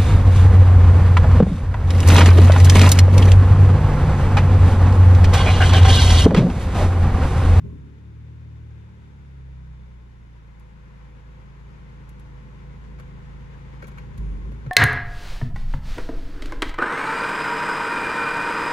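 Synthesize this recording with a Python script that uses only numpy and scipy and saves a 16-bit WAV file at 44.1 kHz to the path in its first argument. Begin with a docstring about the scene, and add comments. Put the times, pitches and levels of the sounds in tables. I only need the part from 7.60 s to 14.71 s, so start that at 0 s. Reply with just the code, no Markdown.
"""Four-cylinder car from the driver's seat

The revs sink from a blip to a slow idle; then the throttle opens, the intake hisses and the
exhaust booms as the engine labours. Each firing drives the resonances of pipe and cabin.
A cooling fan rushes outside. Close to the microphone a laptop's buttons click and knocks
ring its hollow case. One dull thud sounds near the end."""
import sys
import numpy as np
from scipy import signal
from scipy.fft import rfft, irfft
from scipy.io import wavfile

SR = 44100
rng = np.random.default_rng(int(sys.argv[2]) if len(sys.argv) > 2 else 0)


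def waveform_to_disk(signal):
    """Save audio, clipped to [-1, 1], as 16-bit WAV at the path in sys.argv[1]."""
    frames = np.transpose(np.atleast_2d(signal))
    scaled = np.clip(frames, -1, 1) * 32767
    samples = np.round(scaled).astype(np.int16)
    wavfile.write(sys.argv[1], SR, samples)


N = 313595
T = np.arange(N) / SR
HZ = np.fft.rfftfreq(N, 1 / SR)

# engine load (time [s], level re light idle [dB])
ENGINE_LOAD = [(1.3, 4.5), (2.1, -1.5), (3, -2), (5.3, 4.5), (6.1, 5), (6.59, 8.5), (6.68, 10), (6.78, 12),
               (6.9, 9)]
# rush of air and machinery (time [s], level [dB])
RUSH_LEVEL = [(0, -64.5), (1.5, -63.5), (2.7, -63), (3.4, -60), (4.4, -58.5), (5.3, -57.5), (6.4, -55.5),
              (7.11, -57.5)]
# microphone port balance (frequency [Hz], left minus right [dB])
PORT_BALANCE = [(55, -2.5), (80, 4.5), (115, 0), (160, 2), (270, 2), (520, -2), (1100, 6), (2200, 3.5),
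                (4500, 3), (8000, 2), (13000, -2)]
# right port behind left (frequency [Hz], phase [rad])
PORT_LAG = [(30, 0.5), (130, 0.29), (280, 1.33), (520, 1.14), (780, 3.5), (1030, 0.5), (1300, 4.5),
            (1900, 2.5), (3200, -1), (8000, 1.5), (12000, 1)]


def amp(db):
    """Decibels to gain."""
    return 10 ** (np.asarray(db) / 20)


def unit(x):
    """Scale to rms 1; for stereo, the rms of the mid signal."""
    return x / np.sqrt(np.mean(np.atleast_2d(x).mean(0) ** 2) + 1e-20)


def curve(rows):
    """Time table at every sample."""
    return np.interp(T, *np.transpose(rows))


def spectrum(rows, hz=HZ):
    """Frequency table, interpolated on a log axis."""
    row_hz, value = np.transpose(rows)
    return np.interp(np.log(hz + 1), np.log(row_hz + 1), value)


def peaks_db(modes, hz=HZ):
    """Summed resonance peaks and dips."""
    return sum(db / (1 + (2 * (hz - centre) / width) ** 2) for centre, width, db in modes)


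def drift(rate_hz):
    """Slow random wander, rms 1."""
    return unit(irfft(rfft(rng.standard_normal(N)) / (1 + (HZ / rate_hz) ** 4), N))


def stereo_noise(colour_db, gate=1):
    """Gated, coloured noise at the two microphone ports."""
    # likeness of the ports (frequency [Hz], coherence [0-1])
    port_coherence = [(30, 0.53), (130, 0.34), (260, 0.53), (520, 0.4), (1000, 0.55), (2000, 0.34),
                      (4500, 0.033), (8000, 0.1), (12000, 0.45)]
    left, independent = rfft(rng.standard_normal((2, N)) * gate)
    coherence = np.clip(spectrum(port_coherence), 0, 1)
    right = coherence * left + np.sqrt(1 - coherence ** 2) * independent
    right *= np.exp(-1j * spectrum(PORT_LAG))
    balance = amp(spectrum(PORT_BALANCE) / 2)
    return unit(irfft(np.array([left * balance, right / balance]) * amp(colour_db), N))


def stereo_tone(phase, hz):
    """A tone at the two microphone ports."""
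    balance, lag_rad = amp(spectrum(PORT_BALANCE, hz) / 2), spectrum(PORT_LAG, hz)
    return np.sqrt(2) * np.array([balance * np.cos(phase), np.cos(phase - lag_rad) / balance])


def add(mix, start_s, sound):
    """Mix in a stereo sound."""
    part = mix[:, int(start_s * SR):][:, :sound.shape[1]]
    part += sound[:, :part.shape[1]]


def ring(modes, rise_s=0.0091):
    """Damped modes after a jolt."""
    age = T[:SR // 4]
    tones = sum(amp(db - 60 * age / t60) * stereo_tone(2 * np.pi * hz * age, hz) for hz, db, t60 in modes)
    return (1 - np.exp(-age / rise_s)) * tones


def burst(noise, t60_s, rise_s=0.00024):
    """Random slice of noise with fast attack and exponential decay."""
    age = T[:SR // 4]
    start = rng.integers(N - len(age))
    return noise[:, start:start + len(age)] * (1 - np.exp(-age / rise_s)) * amp(-60 * age / t60_s)


def microphone_hiss(level_db=-82):
    """Steady self-noise of the microphone."""
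    # (frequency [Hz], level [dB])
    colour = [(500, -17), (4000, 8), (7000, 1), (8500, -8), (10200, 2.5), (12300, -7), (13400, -28),
              (15300, -2)]
    return amp(level_db) * stereo_noise(spectrum(colour))


def fan_rush(turns, throb=0.023, flutter_db=0.5, ripple_db=1.5, ripple_step_hz=35):
    """Fan and engine-bay noise, throbbing with the firings, coloured by panels and cabin modes."""
    # (frequency [Hz], level [dB])
    fan_colour = [(300, -9.5), (540, 1), (650, -3), (900, -0.5), (1200, -3.5), (1500, -2.5), (2100, -5),
                  (2700, -11.5), (3500, -15), (4100, -19.5), (7200, -25.5), (8200, -32.5), (12000, -37.5),
                  (13500, -55)]
    # panel resonances and dips (frequency [Hz], width [Hz], gain [dB])
    panels = [(660, 160, -0.5), (934, 160, 1.5), (1090, 79, 1), (5590, 180, -7.5), (5690, 110, 6.5),
              (6650, 290, 3.5)]
    # microphone rising from behind the laptop's screen (time [s], share in the clear [0-1])
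    clearance = [(1.4, 0.04), (3.3, 0.99)]
    # colour behind the screen (frequency [Hz], gain [dB])
    screen_colour = [(500, -1.5), (700, -0.5), (1050, -3), (1500, 0.5), (2000, -1), (2600, 0.5),
                     (3800, -0.5), (6000, 1)]
    # resonances behind the screen (frequency [Hz], width [Hz], gain [dB])
    screen_modes = [(2430, 190, 1), (3610, 200, 5.5)]
    cabin_db = ripple_db * np.interp(HZ / ripple_step_hz, np.arange(SR), rng.standard_normal(SR))
    colour_db = spectrum(fan_colour) + peaks_db(panels) + cabin_db
    gate = 1 + throb * np.cos(2 * np.pi * turns)
    screened = stereo_noise(colour_db + spectrum(screen_colour) + peaks_db(screen_modes), gate)
    direct = stereo_noise(colour_db, gate)
    clear = np.clip(curve(clearance), 0, 1)
    noise = np.sqrt(1 - clear) * screened + np.sqrt(clear) * direct
    return amp(curve(RUSH_LEVEL) + flutter_db * drift(14)) * noise


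def fan_tone(blade_hz=496, waver_hz=3, flutter_db=2.3):
    """Wavering blade tone, slowly rising out of the rush."""
    # (time [s], level re rush [dB])
    prominence = [(1.2, -20), (3.3, -8.5), (4.3, -9.5), (5.0, -5.5), (6.2, -6), (6.7, -10.5)]
    phase = 2 * np.pi * np.cumsum(blade_hz + waver_hz * drift(16.4)) / SR
    level_db = curve(RUSH_LEVEL) + curve(prominence) + flutter_db * drift(6.7)
    return amp(level_db) * stereo_tone(phase, blade_hz)


def cabin_thud(start_s=7.067, gain_db=-18):
    """One jolt rings two low modes."""
    modes = [(127.5, -1, 0.12), (145, -9.5, 0.1)]  # (frequency [Hz], level [dB], t60 [s])
    out = np.zeros((2, N))
    add(out, start_s, amp(gain_db) * ring(modes))
    return out


def finger_scrape(start_s=6.577, gain_db=-47.5, rise_s=0.0037, t60_s=0.042):
    """A fingertip slips briefly on the laptop's plastic."""
    # (frequency [Hz], level [dB])
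    colour = [(1000, -12), (2200, 5), (4000, 5), (5300, -4), (6600, 2), (8500, -13), (11000, 1),
              (13500, -15)]
    out = np.zeros((2, N))
    add(out, start_s, amp(gain_db) * burst(stereo_noise(spectrum(colour)), t60_s, rise_s))
    return out


def laptop_clicks(tick_t60_s=0.046, snap_t60_s=0.0025, knock_t60_s=0.064,
                  knock_rise_s=0.001, ring_rise_s=0.0039, spot_db_per_octave=-5.5):
    """Impacts on plastic: buttons snap brightly, knocks ring the hollow case."""
    # impact noise (frequency [Hz], level [dB])
    tick_colour = [(500, -30), (3000, -2), (5200, -11), (7000, -3), (8500, -11), (11000, -1.5),
                   (12600, -11), (13600, -17), (15500, -9.5)]
    knock_colour = [(150, -17), (350, -5), (550, -2), (750, 8), (1400, 9.5), (2400, -0.5), (3400, -5.5),
                    (5500, -11), (7000, -13), (8500, -55), (11500, -27), (15500, -44)]
    # button ticks (time [s], gain [dB])
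    ticks = [(2.9961, -60), (4.4912, -53.5), (4.596, -57.5), (6.2703, -50.5), (6.576, -53)]
    # (time [s], impact [dB], hollow ring [dB], low ring [dB], bright tick [dB], struck spot's pitch [Hz])
    knocks = [(1.105, -56, -68, -57, -84, 1500), (5.3865, -48, -60, -54, -70, 1400),
              (5.3965, -45.5, -44, -49, -59, 1380), (6.2225, -42.5, -39, -63, -60, 1550),
              (6.2285, -53, -62, -38, -71, 1550), (6.2405, -48, -43, -48, -65, 2400),
              (6.2786, -47, -49, -53, -54, 1300), (6.315, -53, -51, -60, -69, 2250),
              (6.3734, -49, -49, -57, -65, 1300), (6.3812, -43.5, -39, -63, -60, 2200),
              (6.9174, -49, -58, -45, -67, 1100), (7.0618, -47, -49, -44, -72, 1490)]
    # hollow ring and low ring (frequency [Hz], level [dB], t60 [s])
    case_modes = [(1150, -5, 0.026), (1368, 1.5, 0.041), (1553, 6, 0.041), (1900, -1, 0.045),
                  (2227, 1.5, 0.036), (2425, -2, .035), (2760, -9, .04), (4220, -7, 0.032),
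                  (6750, -5.5, 0.04)]
    body_modes = [(545, -2, 0.048), (501, -1, 0.048), (427, -1.5, 0.057), (342, -4, 0.055),
                  (292, -15, 0.06)]
    tick, knock = stereo_noise(spectrum(tick_colour)), stereo_noise(spectrum(knock_colour))
    out = np.zeros((2, N))
    for start_s, gain_db in ticks:
        bright = amp(-3) * burst(tick, tick_t60_s)
        snap = amp(1) * burst(tick, snap_t60_s)
        hollow = amp(-7) * burst(knock, tick_t60_s)
        add(out, start_s, amp(gain_db) * (bright + snap + hollow))
    for start_s, impact_db, case_db, body_db, bright_db, spot_hz in knocks:
        # the struck spot favours modes near its pitch
        excited = [(hz, db + spot_db_per_octave * abs(np.log2(hz / spot_hz)), t60)
                   for hz, db, t60 in case_modes]
        add(out, start_s, amp(impact_db - 3) * burst(knock, knock_t60_s, knock_rise_s))
        add(out, start_s, amp(bright_db) * burst(tick, knock_t60_s, knock_rise_s))
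        add(out, start_s, amp(case_db) * ring(excited, ring_rise_s))
        add(out, start_s, amp(body_db + 4) * ring(body_modes, ring_rise_s))
    return out


def throttle_opening(ease_s=0.85, shut_s=0.09):
    """Each pedal press ramps up, eases while held and falls shut."""
    # (start [s], rise [s], hold [s], opening [0-1])
    presses = [(0.0, 0.05, 0.14, 0.91), (6.579, 0.018, 0.19, 1.0), (6.837, 0.025, 0.21, 0.45)]
    throttle = np.zeros(N)
    for start_s, rise_s, hold_s, opening in presses:
        age = np.maximum(T - start_s, 0)
        release = np.exp(-age / ease_s - np.maximum(age - hold_s, 0) / shut_s)
        throttle += opening * np.minimum(age / rise_s, 1) * release
    return np.clip(throttle, 0, 1)


def intake_hiss(throttle, level_db=-65, far_db=-7, move_s=4):
    """Air hisses past the open throttle plate, quieter until the microphone has moved."""
    # (frequency [Hz], level [dB])
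    colour = [(850, -24), (1070, 19.5), (1250, -12), (4500, -27), (6000, -7), (7400, -9), (8400, -17),
              (10200, -10), (12000, -24), (13500, -58)]
    position_db = far_db * (1 - np.clip(T / move_s, 0, 1))
    return throttle * amp(level_db + position_db) * stereo_noise(spectrum(colour))


def stumble_gain():
    """Weak firings briefly dip the exhaust."""
    # (time [s], half length [s], dip [dB])
    dips = [(0.342, 0.063, -1.5), (1.317, 0.081, -2), (6.82, 0.014, -2), (7.025, 0.047, -3.5)]
    return amp(sum(db * np.exp(-((T - time_s) / half_s) ** 2) for time_s, half_s, db in dips))


def gas_puffs(turns, revs_oct, throttle, shut_db=-54, open_db=-63, coast_db_per_octave=-9,
              flow_db=12, flow_db_per_octave=21, decay_firings=0.52):
    """Turbulent gas leaves with each firing: less when coasting, growling with the throttle open."""
    # (frequency [Hz], level [dB])
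    colour = [(15, -28), (35, -14), (55, 5), (90, -3.5), (135, -2.5), (200, -2.5), (260, -12), (330, -11),
              (440, -13), (560, -26.5), (700, -40), (1500, -61)]
    # pipe resonances under hard puffs (frequency [Hz], width [Hz], gain [dB])
    growl_modes = [(218, 20, 4), (289, 25, 6), (400, 23, 9.5), (620, 230, 4)]
    gas_db = curve(ENGINE_LOAD) + throttle * (flow_db + flow_db_per_octave * revs_oct)
    gate = 1 + np.exp(-(turns % 1) / decay_firings)
    coast_db = coast_db_per_octave * np.maximum(revs_oct, 0)
    soft = amp(shut_db + coast_db) * stereo_noise(spectrum(colour), gate)
    growl = amp(open_db) * stereo_noise(spectrum(colour) + peaks_db(growl_modes), gate)
    return amp(gas_db) * ((1 - throttle) * soft + np.sqrt(throttle) * growl)


def pipe_thumps(turns, throttle, gain_db=-55, uneven=0.23):
    """With the throttle open, each firing kicks the pipe into ringing."""
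    # (frequency [Hz], level [dB], t60 [s])
    modes = [(116, -5, 0.067), (212, -12, 0.13), (280, -17, 0.13), (401, -12, 0.12)]
    fired = np.diff(np.floor(turns), prepend=0)
    strength = amp(gain_db + curve(ENGINE_LOAD)) * (1 + uneven * rng.standard_normal(N))
    kicks = fired * throttle * strength
    return signal.oaconvolve(kicks[None], ring(modes), axes=1)[:, :N]


def pipe_drone(throttle, pitch_hz=159, level_db=-40.5, waver_hz=2, flutter_db=2):
    """An open throttle sustains the pipe's strongest resonance, its pitch independent of the revs."""
    phase = 2 * np.pi * np.cumsum(pitch_hz + waver_hz * drift(14)) / SR
    return throttle ** 2 * amp(level_db + flutter_db * drift(25)) * stereo_tone(phase, pitch_hz)


def silencer_gain(hz, cutoff_hz=436):
    """Silencer and cabin resonate; the packing absorbs what lies above."""
    # (frequency [Hz], width [Hz], gain [dB])
    modes = [(193, 16, -1), (214, 14, 2), (246, 12, -9.5), (266.5, 6.3, -8), (282.4, 5.5, -4),
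             (330, 22, -13.5), (393.4, 11, -7)]
    response = sum(amp(db) / (1 + 1j * (hz ** 2 - centre ** 2) / (hz * width))
                   for centre, width, db in modes)
    return abs(response) / (1 + (hz / cutoff_hz) ** 10)


def exhaust_orders(turns, firing_hz, revs_oct, throttle, orders=17, free_oct=0.22, linger_s=0.096,
                   low_db_per_octave=-1, upper_db=-65.5, upper_db_per_octave=8, pressure_db=17,
                   uneven=0.062, labour=0.038, steady_db=-12, smear_rad=0.9):
    """Firings push the pipe: harmonics of the firing rate, no two firings alike."""
    # orders from the first up (idle [dB], full-throttle lift at low revs [dB],
    # same at high revs [dB], load slope [dB/dB])
    low_orders = [(-62.5, 2, 10, 0), (-53.8, 11.5, 7.6, .5), (-63, -5, 4.7, 1.5), (-65, 7.5, 5.6, 0.84),
                  (-67.5, -3, 6.6, 0.75), (-67, -3, 12.5, .5)]
    # cylinders in firing order (strength offset [ratio])
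    cylinders = [0.026, -0.034, 0.031, -0.055]
    # cabin standing waves (frequency [Hz], width [Hz], gain [dB])
    cabin_modes = [(31.7, 3.9, 6.5), (37, 5.3, -2.5), (50.23, 11.1, 9.5), (64.25, 11.1, 13),
                   (76.04, 3.5, 6), (95, 5.9, -2), (113.6, 14.2, 7.5), (131, 24.4, 18.5),
                   (149.7, 9.7, -2.5), (157.87, 10.9, 18), (171, 8.8, 5.5), (183.8, 6, 11), (191, 5, -11),
                   (212.3, 12, 8)]
    load_db = curve(ENGINE_LOAD)
    free = np.clip(revs_oct / free_oct, 0, 1)  # 0 labouring, 1 revving freely and evenly
    # pressure builds with flow and lingers after the throttle shuts
    pole = np.exp(-1 / (linger_s * SR))
    pressure = signal.lfilter([1 - pole], [1, -pole], throttle * (1 + free) / 2)
    upper_gain = amp(load_db + upper_db + pressure_db * pressure + upper_db_per_octave * revs_oct)
    imbalance = np.interp(turns, np.arange(len(cylinders)), cylinders, period=len(cylinders))
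    firings = np.arange(int(turns[-1]) + 2)
    out = np.zeros((2, N))
    for k in range(1, orders + 1):
        order_hz = k * firing_hz
        if k <= len(low_orders):
            idle_db, boom_db, blip_db, load_slope = low_orders[k - 1]
            open_db = throttle * ((1 - free) * boom_db + free * blip_db)
            drive_db = idle_db + open_db + load_slope * load_db + low_db_per_octave * revs_oct
            gain = amp(drive_db + peaks_db(cabin_modes, order_hz))
        else:
            gain = upper_gain * np.interp(T, T[::100], silencer_gain(order_hz[::100]))
        # uneven burning disturbs higher orders more, most with the throttle open
        rough = (uneven + labour * throttle) * amp(steady_db * free) * k / 2
        burn = np.interp(turns, firings, rng.standard_normal(len(firings)))
        timing = np.interp(turns, firings, rng.standard_normal(len(firings)))
        strength = (1 + rough * burn + imbalance * (1 - revs_oct) * k / 2) / np.sqrt(1 + rough ** 2)
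        # the pipe delays higher orders, spreading each pulse into a hum
        phase = 2 * np.pi * k * turns - smear_rad * k ** 2 + rough * timing
        out += gain * strength * stereo_tone(phase, order_hz.mean())
    return out


def scene():
    """Engine speed times the firings; throttle and load set their force."""
    # engine speed (time [s], firing rate [Hz])
    speed = [(0.0, 40.6), (0.07, 38.6), (0.18, 34.7), (0.3, 35.5), (0.65, 38.3), (1.09, 37.9), (1.37, 36.5),
             (1.75, 33.7), (2.1, 31.4), (2.46, 29.9), (2.9, 28.0), (3.19, 27.6), (5.58, 27.0), (6.56, 27.3),
             (6.67, 26.0), (6.74, 23.6), (6.8, 23.0), (6.87, 26.5), (7.11, 28.2)]
    firing_hz, throttle = curve(speed), throttle_opening()
    turns = np.cumsum(firing_hz * (1 + 0.004093 * drift(6.63))) / SR  # one turn per firing
    revs_oct = np.log2(firing_hz / np.median(firing_hz))  # octaves above idle
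    exhaust = exhaust_orders(turns, firing_hz, revs_oct, throttle) + gas_puffs(turns, revs_oct, throttle)
    exhaust += pipe_thumps(turns, throttle) + pipe_drone(throttle)
    engine = stumble_gain() * exhaust + intake_hiss(throttle)
    fan = fan_rush(turns) + fan_tone()
    laptop = laptop_clicks() + finger_scrape()
    return engine + fan + laptop + cabin_thud() + microphone_hiss()


def record(dry):
    """Low-pass at 15.75 kHz."""
    lowpass = signal.firwin(511, 15750, window=("kaiser", 9), fs=SR)
    return signal.oaconvolve(dry, lowpass[None], "same")


dry = scene()
out = record(dry)
waveform_to_disk(out)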